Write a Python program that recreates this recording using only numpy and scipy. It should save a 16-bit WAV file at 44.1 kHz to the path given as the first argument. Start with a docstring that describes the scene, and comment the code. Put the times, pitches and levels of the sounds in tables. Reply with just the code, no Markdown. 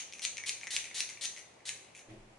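"""A small mist pump is pressed quickly seven times in a small room.
Presses: coloured noise hisses through the nozzle until the plunger snaps against its stop.
Spring and refill: ticks with dull knocks and short rings; grainy noise as the chamber refills.
At the end the bottle is set down: table modes, a low noise shudder and a slow sway.
Echoes are noise responses in decaying bands; quiet room air and a faint hum lie beneath."""
import sys
import numpy as np
from scipy import signal
from scipy.fft import rfft, irfft
from scipy.io import wavfile
from scipy.ndimage import map_coordinates

SR = 44100
rng = np.random.default_rng(int(sys.argv[2]) if len(sys.argv) > 2 else 0)


def wrap_up_sound(samples):
    """Save the sound to the file named by the first command line argument, as 16-bit audio."""
    columns = np.atleast_2d(samples).T
    # keep every value between -1 and 1, then stretch to whole-number steps
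    tamed = np.clip(columns, -1, 1)
    steps = np.round(tamed * 32767).astype(np.int16)
    wavfile.write(sys.argv[1], SR, steps)


N = 104958
LEAD = SR // 4  # samples run before the scene, cut off at the end
T = np.arange(-LEAD, N) / SR


def undb(db):
    """Decibels to gain."""
    return 10 ** (np.asarray(db) / 20)


def unit(x):
    """Scale to rms 1."""
    return x / np.sqrt(np.mean(x ** 2))


def noise():
    """White noise for the whole scene."""
    return rng.standard_normal(len(T))


def walk(hz):
    """Random values at rate hz, joined by straight lines, rms 1."""
    knots = rng.standard_normal(len(T) // 2)
    return unit(np.interp((T - T[0]) * hz, np.arange(len(knots)), knots))


def fade(age, t60):
    """Exponential decay that starts at age 0 and falls 60 dB in t60."""
    return (age >= 0) * np.exp(-np.log(1000) * np.maximum(age, 0) / t60)


def onset(age, rise_s):
    """Exponential approach to 1 with time constant rise_s."""
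    return 1 - np.exp(-age / rise_s)


def through(x, response):
    """Convolve with a response, keeping the length."""
    return signal.fftconvolve(x, response)[:len(x)]


def colour(x, points, size=4096):
    """Minimum-phase filter of unit energy through (Hz, dB) points."""
    hz, db = np.array(points, float).T
    f = np.maximum(np.fft.rfftfreq(size, 1 / SR), 1)
    log_gain = np.log(undb(np.interp(np.log(f), np.log(hz), db)))
    cepstrum = irfft(log_gain)
    # folding the cepstrum makes the filter causal
    cepstrum[1:size // 2] *= 2
    cepstrum[size // 2 + 1:] = 0
    h = irfft(np.exp(rfft(cepstrum)))
    return through(x, h / np.sqrt(np.sum(h ** 2)))


def pan(x, db):
    """Place a sound by its left-right difference."""
    return x * undb(np.array([[db], [-db]]) / 2)


CONTACT_GAP_S, FIRST_CONTACT_DB = .00014, -5.5
CAP_RATTLE_DB, CAP_T60_S = -5, 0.0072


def snap(at):
    """Hard double contact, two opposite impulses, and a very short noise rattle of the cap."""
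    x = noise() * fade(T - at, CAP_T60_S)
    x *= undb(CAP_RATTLE_DB) / np.sqrt(np.sum(x ** 2))
    x[np.searchsorted(T, at)] += undb(FIRST_CONTACT_DB)
    x[np.searchsorted(T, at + CONTACT_GAP_S)] -= 1
    return x / np.hypot(1, undb(FIRST_CONTACT_DB))


# pump presses: start_s, stop_s, mist_level_db, swell_db, stop_click_db, left_minus_right_db
PRESSES = [(-.045, -.006, -42.5, 2.5, -12.5, -10.5), (0.218, .2511, -37.5, 4.5, -7, 5),
           (0.4597, 0.4938, -36.5, 3, -7, 1.5), (0.7039, .7650, -37, 2.5, -5.5, 1),
           (0.943, 1.0054, -37, 4, -5, 2), (1.2098, 1.2550, -36, 5.5, -11, 4),
           (1.6529, 1.6924, -40, 5.5, -8, 1.5)]
# nozzle mist spectrum: freq_hz, level_db
MIST_SPECTRUM = [(300, -29.5), (900, -18), (1400, -15), (2000, -4.5), (2700, -4), (4000, 2), (5100, -2.5),
                 (6200, -0.5), (7600, -4.5), (9000, -2.5), (11000, -9.5)]
# plunger stop spectrum: freq_hz, level_db
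STOP_SPECTRUM = [(300, -24.5), (900, -19.5), (1500, -14), (2300, 0.5), (3400, 0), (5000, -3.5), (6800, 4),
                 (8500, -7.5), (11000, -13)]
OPEN_S, CLOSE_S = 0.0016, 0.0027
SPUTTER_DB, SPUTTER_HZ = -0.14, 705
MIST_WIDTH = 0.24  # side rms re jet before sputter


def presses():
    """Mist swells with finger pressure and shuts off as the plunger hits its stop."""
    out = 0
    jet = unit(colour(noise(), MIST_SPECTRUM)) * undb(SPUTTER_DB * walk(SPUTTER_HZ))
    cloud = MIST_WIDTH * unit(colour(noise(), MIST_SPECTRUM)) * np.array([[1], [-1]])
    for start, stop, mist_db, swell_db, stop_db, pan_db in PRESSES:
        travel = np.clip((T - start) / (stop - start), 0, 1)
        opening = np.clip((T - start) / OPEN_S, 0, 1)
        flow = opening * np.exp(-np.maximum(T - stop, 0) / CLOSE_S)
        mist = (jet + cloud) * flow * undb(mist_db + swell_db * (travel - 1.0))
        click = undb(stop_db) * colour(snap(stop), STOP_SPECTRUM)
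        out = out + pan(mist + click, pan_db)
    return out


# room by band: lower_edge_hz, tail_t60_s, stereo_width_ratio
WALLS = [(0, 0.86, 0.67), (1520, 0.94, 0.37), (2940, 0.75, 0.8), (5310, 0.56, 1.3), (8100, 0.61, 1.1)]
EARLY_DB, EARLY_T60_S, LATE_DB, FIRST_ECHO_S = -0.5, 0.26, -3.5, 0.0036


def echoes():
    """Room response for one place of the hand: dense early echoes and a weaker, longer tail."""
    age = np.arange(SR) / SR - FIRST_ECHO_S
    lower_edges = [row[0] for row in WALLS]
    band = np.searchsorted(lower_edges, np.fft.rfftfreq(SR, 1 / SR)) - 1
    spectra, out = rfft(rng.standard_normal((2, SR))), 0
    for k, (_, t60, width) in enumerate(WALLS):
        mid, side = irfft(spectra * (band == k), SR)
        early = undb(EARLY_DB) * unit(fade(age, EARLY_T60_S))
        late = undb(LATE_DB) * unit(fade(age, t60))
        shape = np.hypot(early, late) / np.sqrt(SR)
        stereo = np.array([mid + width * side, mid - width * side]) / np.hypot(1, width)
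        out = out + shape * stereo
    return out


# echo spectrum: freq_hz, level_db
ROOM_SPECTRUM = [(200, 10.5), (1000, 1.5), (1600, 4), (2200, 1.5), (2900, -1.5), (4100, 0.5), (5200, -2.5),
                 (5900, 5.5), (6800, 7), (7600, 1), (9400, 3), (11000, -1.5)]
ECHO_CHANGE_HZ, ROOM_PAN_DB = 35, 1.5


def room(x, count=5):
    """Random shares of several responses: echoes keep changing as the hand sweeps the bottle about."""
    wet = colour(x, ROOM_SPECTRUM)
    shares = np.array([walk(ECHO_CHANGE_HZ) for _ in range(count)])
    shares /= np.sqrt(np.sum(shares ** 2, axis=0))
    parts = [np.array([through(wet * share, w) for w in echoes()]) for share in shares]
    return pan(sum(parts), ROOM_PAN_DB)


ALIKE_HZ = 510  # side high-pass corner


def diffuse(points):
    """Noise from all around: the bass is alike in both ears, the treble is not."""
    mid, side = colour(noise(), points), colour(noise(), points)
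    highpass = signal.butter(1, ALIKE_HZ, "high", fs=SR, output="sos")
    side = signal.sosfilt(highpass, side)
    return (mid + side * np.array([[1], [-1]])) / np.std(mid)


# room air spectrum: freq_hz, level_db
AIR_SPECTRUM = [(20, -18), (40, -9), (80, -0.5), (118, 1), (160, 1), (250, 0.5), (420, 4), (650, 3.5),
                (1000, -1), (1400, -7), (2300, -6), (4000, -14.5), (7000, -15.5), (11000, -23)]
AIR_DB, AIR_BALANCE_DB = -62.5, 0.8
HUM_HZ, HUM_DB, HUM_WAVER_HZ = 114.4, -75, 8.11


def background():
    """Still room air as diffuse noise; a faint hum wavers in level and phase."""
    hum = (1 + walk(HUM_WAVER_HZ) / 2) * np.sin(2 * np.pi * HUM_HZ * T + walk(HUM_WAVER_HZ))
    air = pan(diffuse(AIR_SPECTRUM), AIR_BALANCE_DB)
    return undb(AIR_DB) * air + undb(HUM_DB) * hum


TICK_PAN_DB = 3  # left minus right, spring and refills
# liquid drawn into the chamber: start_s, length_s, level_db
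REFILLS = [(0.12, 0.1, -57.5), (0.374, 0.031, -73), (0.621, 0.017, -51.5), (0.835, 0.045, -52),
           (1.086, 0.016, -45.5), (1.364, 0.029, -51), (1.942, 0.055, -55)]
# refill spectrum: freq_hz, level_db
REFILL_SPECTRUM = [(300, -33), (1400, -12.5), (2300, 2.5), (3200, -6.5), (5000, -8.5), (6400, -1.5),
                   (7600, -7.5), (9200, -6.5), (11000, -10.5)]
REFILL_RISE_S, REFILL_FALL_S = 0.013, 0.018
REFILL_GRAIN_DB, REFILL_GRAIN_HZ = 4.5, 900


def refills():
    """Grainy fizz of liquid sucked past the valve: noise with a fast random level."""
    draw = 0
    for at, length, db in REFILLS:
        rise = np.clip((T - at) / REFILL_RISE_S, 0, 1)
        fall = np.exp(-np.maximum(T - at - length, 0) / REFILL_FALL_S)
        draw = draw + undb(db) * rise * fall
    grains = noise() * undb(REFILL_GRAIN_DB * walk(REFILL_GRAIN_HZ))
    return pan(draw * unit(colour(grains, REFILL_SPECTRUM)), TICK_PAN_DB)


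# spring and plunger ticks: start_s, tick_level_db, ring_level_db (also sets knock), ring_pitch_hz
TICKS = [(0.1249, -22, -47, 2630), (0.1355, -22.5, -30, 2300), (0.152, -30, -32.5, 2550),
         (0.1942, -21, -25, 2280), (0.3704, -18.5, -39, 2830), (.3808, -16.5, -24.5, 2266),
         (.3835, -27, -24.5, 2260), (0.3981, -48, -33, 2420), (.4375, -22.5, -21, 2206),
         (0.6123, -25, -37, 1810), (.633, -62, -22.5, 2380), (.6425, -52, -37.5, 2280),
         (.6705, -18.5, -22.5, 2010), (.676, -25, -29.5, 1930), (0.8426, -21, -33, 2740),
         (.8545, -23.5, -29.5, 2250), (.872, -39, -31, 2340), (.9128, -31, -28.5, 2240),
         (1.091, -22, -55, 2250), (1.1026, -40, -41, 2280), (1.121, -32, -42, 2380),
         (1.1729, -45, -31.5, 2360), (1.364, -27, -35.5, 2020), (1.375, -26, -34, 2070),
         (1.382, -43, -36, 2070), (1.393, -27, -42, 2350), (1.605, -44, -43, 2130),
         (1.9498, -58, -35, 2460), (1.976, -42, -43, 2540)]
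# dry tick spectrum: freq_hz, level_db
TICK_SPECTRUM = [(300, -27.5), (1200, -28.5), (2200, 9), (3800, -1.5), (5000, -1.5), (6100, 10),
                 (7600, -1.5), (9300, -2), (11000, -20)]
# dull knock spectrum: freq_hz, level_db
KNOCK_SPECTRUM = [(200, -10.5), (700, 1), (1500, -7.5), (1850, 5), (2800, 1.5), (3600, -7), (11000, -29)]
KNOCK_DB = -5.5  # re ring level
RING_T60_S, RING_RISE_S = 0.01, 0.0012
RING_WANDER_RAD, RING_WANDER_HZ = 0.45, 899.5


def spring():
    """Dry mechanism ticks, each with a dull knock and a short, unsteady ring of the wet pump chamber."""
    ticks, knocks, rings = 0, 0, 0
    wander = RING_WANDER_RAD * walk(RING_WANDER_HZ)
    for at, tick_db, ring_db, hz in TICKS:
        age, contact = np.maximum(T - at, 0), snap(at)
        ticks = ticks + undb(tick_db) * contact
        knocks = knocks + undb(ring_db + KNOCK_DB) * contact
        tone = np.sin(2 * np.pi * hz * age + wander)
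        rings = rings + undb(ring_db) * tone * fade(age, RING_T60_S) * onset(age, RING_RISE_S)
    return pan(colour(ticks, TICK_SPECTRUM) + colour(knocks, KNOCK_SPECTRUM) + rings, TICK_PAN_DB)


# base touches the table: start_s, level_db
TOUCHES = [(2.082, -59), (2.1072, -50), (2.243, -62)]
# table modes: pitch_hz, relative_level_db, t60_s
TABLE_MODES = [(117.5, -1, .5), (149, -12, .5), (211.5, -3, .65), (328, 1, .5), (359, -8, .4),
               (388, -9, .35), (556, -15, .6), (646, -14, .7)]
# table shudder spectrum: freq_hz, level_db
BUMP_SPECTRUM = [(15, -30), (25, 17), (45, -18), (110, 7), (180, -9.5), (270, -4.5), (370, 2), (470, -11),
                 (680, -7), (1000, -30), (2000, -13.5), (8000, -32.5)]
TOUCH_RISE_S = 0.0032
BUMP_S, BUMP_RISE_S, BUMP_T60_S, BUMP_DB = 2.078, 0.028, 0.62, -51.5
SWAY_HZ, SWAY_DB, SWAY_RISE_S, SWAY_T60_S = 23.8, -50.5, 0.047, 1


def set_down():
    """The base settles on the table: modes boom, diffuse noise shudders, a low sine sways."""
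    boom = 0
    for at, touch_db in TOUCHES:
        age = np.maximum(T - at, 0)
        modes = sum(undb(db) * np.sin(2 * np.pi * hz * age) * fade(age, t60)
                    for hz, db, t60 in TABLE_MODES)
        boom = boom + undb(touch_db) * modes * onset(age, TOUCH_RISE_S)
    shudder = np.clip((T - BUMP_S) / BUMP_RISE_S, 0, 1) * fade(T - BUMP_S, BUMP_T60_S)
    age = np.maximum(T - BUMP_S, 0)
    sway = undb(SWAY_DB) * np.sin(2 * np.pi * SWAY_HZ * age)
    sway = sway * fade(age, SWAY_T60_S) * onset(age, SWAY_RISE_S)
    return boom + sway + undb(BUMP_DB) * shudder * diffuse(BUMP_SPECTRUM)


PORT_LAG_S = .000012  # right channel delay, direct sound
SPRING_ROOM_DB, JET_ROOM_DB = -3.5, -1.5


def scene():
    """The bottle near the microphone, its echoes, the table and the quiet room."""
    jet = presses()
    mechanism = spring() + refills()
    left, right = jet + mechanism
    later = map_coordinates(right, [np.arange(len(T)) - PORT_LAG_S * SR], mode="nearest")
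    send = undb(JET_ROOM_DB) * jet + undb(SPRING_ROOM_DB) * mechanism
    walls = room(np.mean(send, axis=0))
    return (np.array([left, later]) + walls + set_down() + background())[:, LEAD:]


TOP_HZ = 11050


def record(dry):
    """The recorder cuts the top steeply with an elliptic low-pass."""
    lowpass = signal.ellip(10, .2, 70, TOP_HZ, fs=SR, output="sos")
    return signal.sosfilt(lowpass, dry)


dry = scene()
out = record(dry)
wrap_up_sound(out)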